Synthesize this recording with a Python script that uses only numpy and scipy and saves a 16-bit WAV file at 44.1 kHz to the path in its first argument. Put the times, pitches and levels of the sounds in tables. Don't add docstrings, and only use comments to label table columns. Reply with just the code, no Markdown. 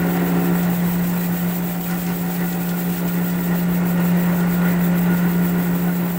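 import sys
import numpy as np
from scipy import signal
from scipy.fft import rfft, irfft
from scipy.io import wavfile

SR = 44100
rng = np.random.default_rng(int(sys.argv[2]) if len(sys.argv) > 2 else 0)


def to_wav(sig):
    pcm = np.clip(np.atleast_2d(sig), -1, 1) * 32767
    pcm = np.round(pcm).astype(np.int16)
    wavfile.write(sys.argv[1], SR, pcm.T)


N = 272538
T = np.arange(N) / SR
MILL_HZ, SIEVE_HZ, BELT_HZ = 21.9, 6.346, 2.24

# time_s, drone_db, clatter_db
NEARNESS = [(0, -18, -29.5), (0.45, -15.5, -31), (1.0, -16.4, -33.5), (1.75, -20.7, -35.5), (2.3, -20, -36),
            (3.0, -19.2, -35.5), (3.65, -16.5, -34), (4.25, -14.5, -30.5), (5.35, -15, -32.5),
            (6.18, -18.5, -34.5)]


def amp(db):
    return 10 ** (np.asarray(db) / 20)


def unit(x):
    return x / np.sqrt(np.mean(x ** 2) + 1e-20)


def curve(rows, column=1):
    rows = np.asarray(rows)
    return np.interp(T, rows[:, 0], rows[:, column])


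def colour(x, spectrum):
    hz, db = np.transpose(spectrum)
    bins = np.fft.rfftfreq(N, 1 / SR)
    gain = amp(np.interp(np.log(bins + 1), np.log(hz), db))
    return unit(irfft(rfft(x) * gain, N))


def drift(rate_hz, size=2048):
    seconds = 2 * N / SR
    bins = np.arange(size // 2 + 1) / seconds
    slow = irfft(rfft(rng.standard_normal(size)) / np.sqrt(1 + (bins / rate_hz) ** 4))
    return np.interp(T, np.linspace(0, seconds, size), unit(slow))


def add(mix, start_s, sound):
    part = mix[round(start_s * SR):][:len(sound)]
    part += sound[:len(part)]


def stroke(peak_s, order=1):
    return np.cos(2 * np.pi * order * SIEVE_HZ * (T - peak_s))


def belt(peak_s):
    return np.cos(2 * np.pi * BELT_HZ * (T - peak_s))


def panel_rasp(first_s=0.04, width_s=0.038):
    # peak_s, lift_db
    odd_strokes = [(1.45, 3), (1.82, -11), (1.92, 5), (2.1, 6), (2.42, 8), (3.17, 4.5), (3.53, 4),
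                   (4.68, 6.5), (5.12, 5), (5.28, 0.5)]
    peaks_s = np.arange(first_s, N / SR, 1 / SIEVE_HZ)
    lifts_db = 1.34 * np.minimum(rng.exponential(1, len(peaks_s)), 2)
    swells = [*zip(peaks_s, lifts_db), *odd_strokes]
    return sum(db * np.exp(-((T - s) / width_s) ** 2) for s, db in swells)


def mill(rasp_db):
    # multiple, level_db
    weak_orders = [(2, -53), (3, -45.5), (4, -70), (5, -49), (6, -52.5), (11, -46), (13, -48), (16, -39),
                   (24, -55.5)]
    near_db = curve(NEARNESS)
    throb = stroke(peak_s=0.054) + 0.39 * stroke(peak_s=0.081, order=2)
    depth_db = 1.5 + 0.14 * (-20.5 - near_db) + 0.59 * drift(rate_hz=1.8)
    drone_db = near_db + depth_db * throb + 0.4 * belt(peak_s=0.067) + 0.53 * drift(rate_hz=6.9)
    drone_db += 0.35 * (rasp_db - rasp_db.mean())
    sway_turns = 0.035 * belt(peak_s=0.31) + 0.0055 * drift(rate_hz=16)
    out = amp(drone_db) * np.cos(2 * np.pi * (8 * MILL_HZ * T + sway_turns))
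    follow_db = 0.99 * (near_db - near_db.mean())
    for order, db in weak_orders:
        turns = order * MILL_HZ * T + rng.random() + 0.015 * drift(rate_hz=3.0)
        out += amp(db + follow_db + 0.78 * drift(rate_hz=3.4)) * np.cos(2 * np.pi * turns)
    return out


def fan_turns():
    # time_s, speed_hz
    speed = [(0, 68.42), (2.9, 68.45), (3.3, 68.33), (6.2, 68.36)]
    return np.cumsum(curve(speed)) / SR + 0.016 * drift(rate_hz=1.42)


def shaft_tone(turns, order, flutter):
    scatter = 1 + flutter * (drift(rate_hz=6.4) + 1j * drift(rate_hz=6.2))
    steady = np.exp(2j * np.pi * (order * turns + rng.random()))
    return unit((scatter * steady).real)


def fan(turns, rasp_db):
    # multiple, relative_db
    buzz_orders = [(3, -12), (7, -18), (8, -11.5), (9, -12.5), (10, -17), (12, -21), (14, -20), (15, -18.5),
                   (17, -21), (18, -48), (20, -14.5), (22, -17), (25, -28), (26, -18), (27, -14),
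                   (28, -12.5), (29, -14), (30, -21.5), (31, -17.5), (32, -23), (41, -21)]
    # time_s, relative_db
    hum_swell = [(0, -29.5), (0.45, -27), (0.75, -39), (2.6, -37.5), (3.3, -34), (4.3, -37.5), (5.6, -32.5),
                 (6.18, -37)]
    middle_swell = [(0, -41), (0.4, -34), (1.0, -54), (1.4, -41), (3.0, -39), (3.8, -51.5), (6.18, -48.5)]
    whine_swell = [(0, -44), (2.0, -52.5), (2.8, -44), (3.6, -47), (4.3, -39.5), (5.2, -40), (6.18, -49)]
    panel = amp(rasp_db - 4.0)
    buzz = np.zeros(N)
    for order, db in buzz_orders:
        buzz += amp(db) * shaft_tone(turns, order, flutter=0.08 * order) * (panel if order > 21 else 1)
    hum = amp(2.0) * shaft_tone(turns, order=4, flutter=0.079)
    hum += shaft_tone(turns, order=5, flutter=0.12)
    hum += amp(-1.5) * shaft_tone(turns, order=6, flutter=0.16)
    middle = shaft_tone(turns, order=11, flutter=0.45)
    chatter = 0.0045 * drift(rate_hz=45)
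    whine = shaft_tone(turns + chatter, order=21, flutter=0.69)
    whine *= amp(1.4 * rasp_db + 2.8 * drift(rate_hz=33))
    tones = unit(hum) * amp(curve(hum_swell) + 3) + middle * amp(curve(middle_swell))
    tones += unit(whine) * amp(curve(whine_swell) + 3)
    shake_db = 0.73 * stroke(peak_s=0.069) + 0.85 * drift(rate_hz=23)
    return buzz * amp(curve(NEARNESS, column=2)) + tones * amp(shake_db - 1.8)


def kernels(per_s, spread_db):
    size = amp(spread_db * np.minimum(rng.exponential(1, N), 5))
    return unit(size * rng.choice([-1, 1], N) * (rng.random(N) < per_s / SR))


def ring(impacts, decay_s, wet):
    keep = np.exp(-2 / (decay_s * SR))
    energy = signal.lfilter([1 - keep], [1, -keep], impacts ** 2)
    return unit(impacts + wet * np.sqrt(energy) * rng.standard_normal(N))


def clatter(turns, rasp_db):
    # frequency_hz, gain_db
    low_spectrum = [(20, -14), (55, -5.5), (90, -5.5), (140, 2), (200, -5), (240, -2.5), (380, 0.5),
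                    (470, -2), (570, -5), (780, -2.5), (1000, -6), (1250, -12), (2000, -34)]
    high_spectrum = [(700, -20), (1200, -6), (1450, 5), (1620, 1), (1900, 4), (2200, -2.5), (2700, -4.5),
                     (3200, -12.5), (4000, -14.5), (5500, -30), (12000, -53)]
    beat = np.exp(0.36 * np.cos(2 * np.pi * turns) + 0.3 * np.cos(4 * np.pi * turns))
    low = ring(kernels(per_s=6000, spread_db=2.0), decay_s=0.012, wet=1.75)
    high = ring(kernels(per_s=6000 * beat, spread_db=1.0), decay_s=0.006, wet=0.99)
    shake_db = 1.22 * stroke(peak_s=0.066) + 0.29 * belt(peak_s=0.24) + 0.79 * drift(rate_hz=25)
    low = colour(low, low_spectrum) * amp(1.2 + shake_db + 0.28 * rasp_db)
    high = colour(high, high_spectrum) * amp(-5.5 + 0.55 * shake_db + 0.33 * rasp_db)
    return amp(curve(NEARNESS, column=2)) * (low + high)


def sieve():
    # time_s, share
    throw_depth = [(0, .85), (3, 0.56), (3.6, 0.94), (5, 0.9), (6.2, 0.4)]
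    # time_s, relative_db
    hiss_level = [(0, -34.5), (1.3, -33), (1.75, -34), (2.0, -34.5), (3.2, -34), (3.7, -34.5),
                  (6.18, -35.5)]
    # frequency_hz, gain_db
    hiss_spectrum = [(2000, -48), (3800, -25), (5200, -32), (6900, -19.5), (8000, -11.5), (8900, -21.5),
                     (10500, -16.5), (12500, -10), (14000, -2.5), (15400, 7), (16000, -0.5)]
    tray_spectrum = [(1500, -9), (3500, 1), (5500, 0.5), (7000, 3), (7900, 8), (9000, -1.5), (14000, -18)]
    throw = (1 + stroke(peak_s=0.12)) / 2
    depth = np.clip(curve(throw_depth), 0, 1)
    flow = 1 - depth + depth * throw
    shower = ring(kernels(per_s=11000 * flow, spread_db=3.0), decay_s=0.0046, wet=1.0)
    settle_flow = 1 + 0.43 * stroke(peak_s=0.135)
    settle = ring(kernels(per_s=5000 * settle_flow, spread_db=3.0), decay_s=0.0067, wet=0.98)
    tray = colour(settle, tray_spectrum) * amp(-12)
    tray += metal_pings(per_s=3200, decay_s=0.011, spread_db=3.5) * amp(-11)
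    closeness = amp(0.73 * (curve(hiss_level) + 34))
    grain = colour(shower, hiss_spectrum) * amp(3.5) + tray * closeness
    clumps_db = 0.9 * drift(rate_hz=22)
    return grain * amp(curve(hiss_level) + 0.76 + clumps_db)


def metal_pings(per_s, decay_s, spread_db):
    # frequency_hz, gain_db
    sheet = [(2300, 5.5), (3600, 1.5), (5200, -7), (6800, -4), (7900, 3.5), (9000, -4), (13000, 1)]
    out, t = np.zeros(N), T[:SR // 16]
    chance = (1 + 0.55 * stroke(peak_s=0.118)) / 2
    fade = np.exp(-t / decay_s)
    for when, luck, spot, size in rng.random((int(per_s * N / SR), 4)):
        if luck < chance[int(when * N)]:
            pitch_hz = 2300 + 11000 * spot ** 1.3
            strength = amp(spread_db * min(-np.log(1 - size), 3))
            add(out, when * N / SR, strength * fade * np.sin(2 * np.pi * pitch_hz * t))
    return colour(out, sheet)


def floor_rumble():
    # frequency_hz, gain_db
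    spectrum = [(20, -31), (45, -1), (64, 11), (80, -15), (110, 3), (150, -23)]
    rumble = colour(rng.standard_normal(N), spectrum)
    pulse_db = 2 * stroke(peak_s=0.079) + 0.89 * belt(peak_s=0.37) + 1.5 * drift(rate_hz=3.0)
    return rumble * amp(-48 + pulse_db)


def kernel_ticks(strays_per_s=1.6, stray_db=-33.5, spread_db=5.5):
    # start_s, peak_db
    strikes = [(0.629, -29), (1.9107, -30), (2.0649, -27.5), (2.0897, -30), (2.5262, -24.5), (2.691, -24.5),
               (2.988, -34), (3.298, -30)]
    out, t = np.zeros(N), T[:SR // 12]
    band = signal.butter(2, [2800, 9000], "bandpass", fs=SR, output="sos")
    draws = rng.random((round(strays_per_s * N / SR), 2))
    strays = [(when * N / SR, stray_db + spread_db * (2 * size - 1)) for when, size in draws]
    for start_s, peak_db in [*strikes, *strays]:
        modes_hz = 2500 * 3.4 ** (rng.random((14, 1)) ** 1.5)
        modes = np.sin(2 * np.pi * (modes_hz * t + rng.random(modes_hz.shape))).mean(axis=0)
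        click = signal.sosfilt(band, rng.standard_normal(len(t)) * np.exp(-t / 0.0077))
        tick = modes * np.exp(-t / 0.029) + 0.56 * click
        add(out, start_s, amp(peak_db) * tick / abs(tick).max())
    return out


def scoop():
    # peak_s, rise_s, fall_s, level_db
    moves = [(1.905, 0.014, 0.2, -39.5), (2.35, .2, 0.13, -45.5), (2.98, 0.27, 0.022, -38),
             (6.15, .45, .2, -54)]
    # frequency_hz, gain_db
    plastic = [(300, -15), (1000, -3), (3000, -4), (6000, -8.5), (9000, -5), (15000, -13)]
    rustle = ring(kernels(per_s=2600, spread_db=4), decay_s=0.0074, wet=0.76)
    effort = np.zeros(N)
    for peak_s, rise_s, fall_s, db in moves:
        effort += amp(db) * np.exp(-np.maximum((peak_s - T) / rise_s, (T - peak_s) / fall_s))
    return colour(rustle, plastic) * effort * amp(0.34 * drift(rate_hz=9))


def scene():
    turns = fan_turns()
    rasp_db = panel_rasp()
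    machines = mill(rasp_db) + fan(turns, rasp_db) + clatter(turns, rasp_db) + sieve() + floor_rumble()
    return (machines + scoop() + kernel_ticks())[None]


def record(dry):
    edge_hz = 15780
    lowpass = signal.firwin(1023, edge_hz, window=("kaiser", 9), fs=SR)
    return signal.oaconvolve(dry, lowpass[None], "same")


dry = scene()
out = record(dry)
to_wav(out)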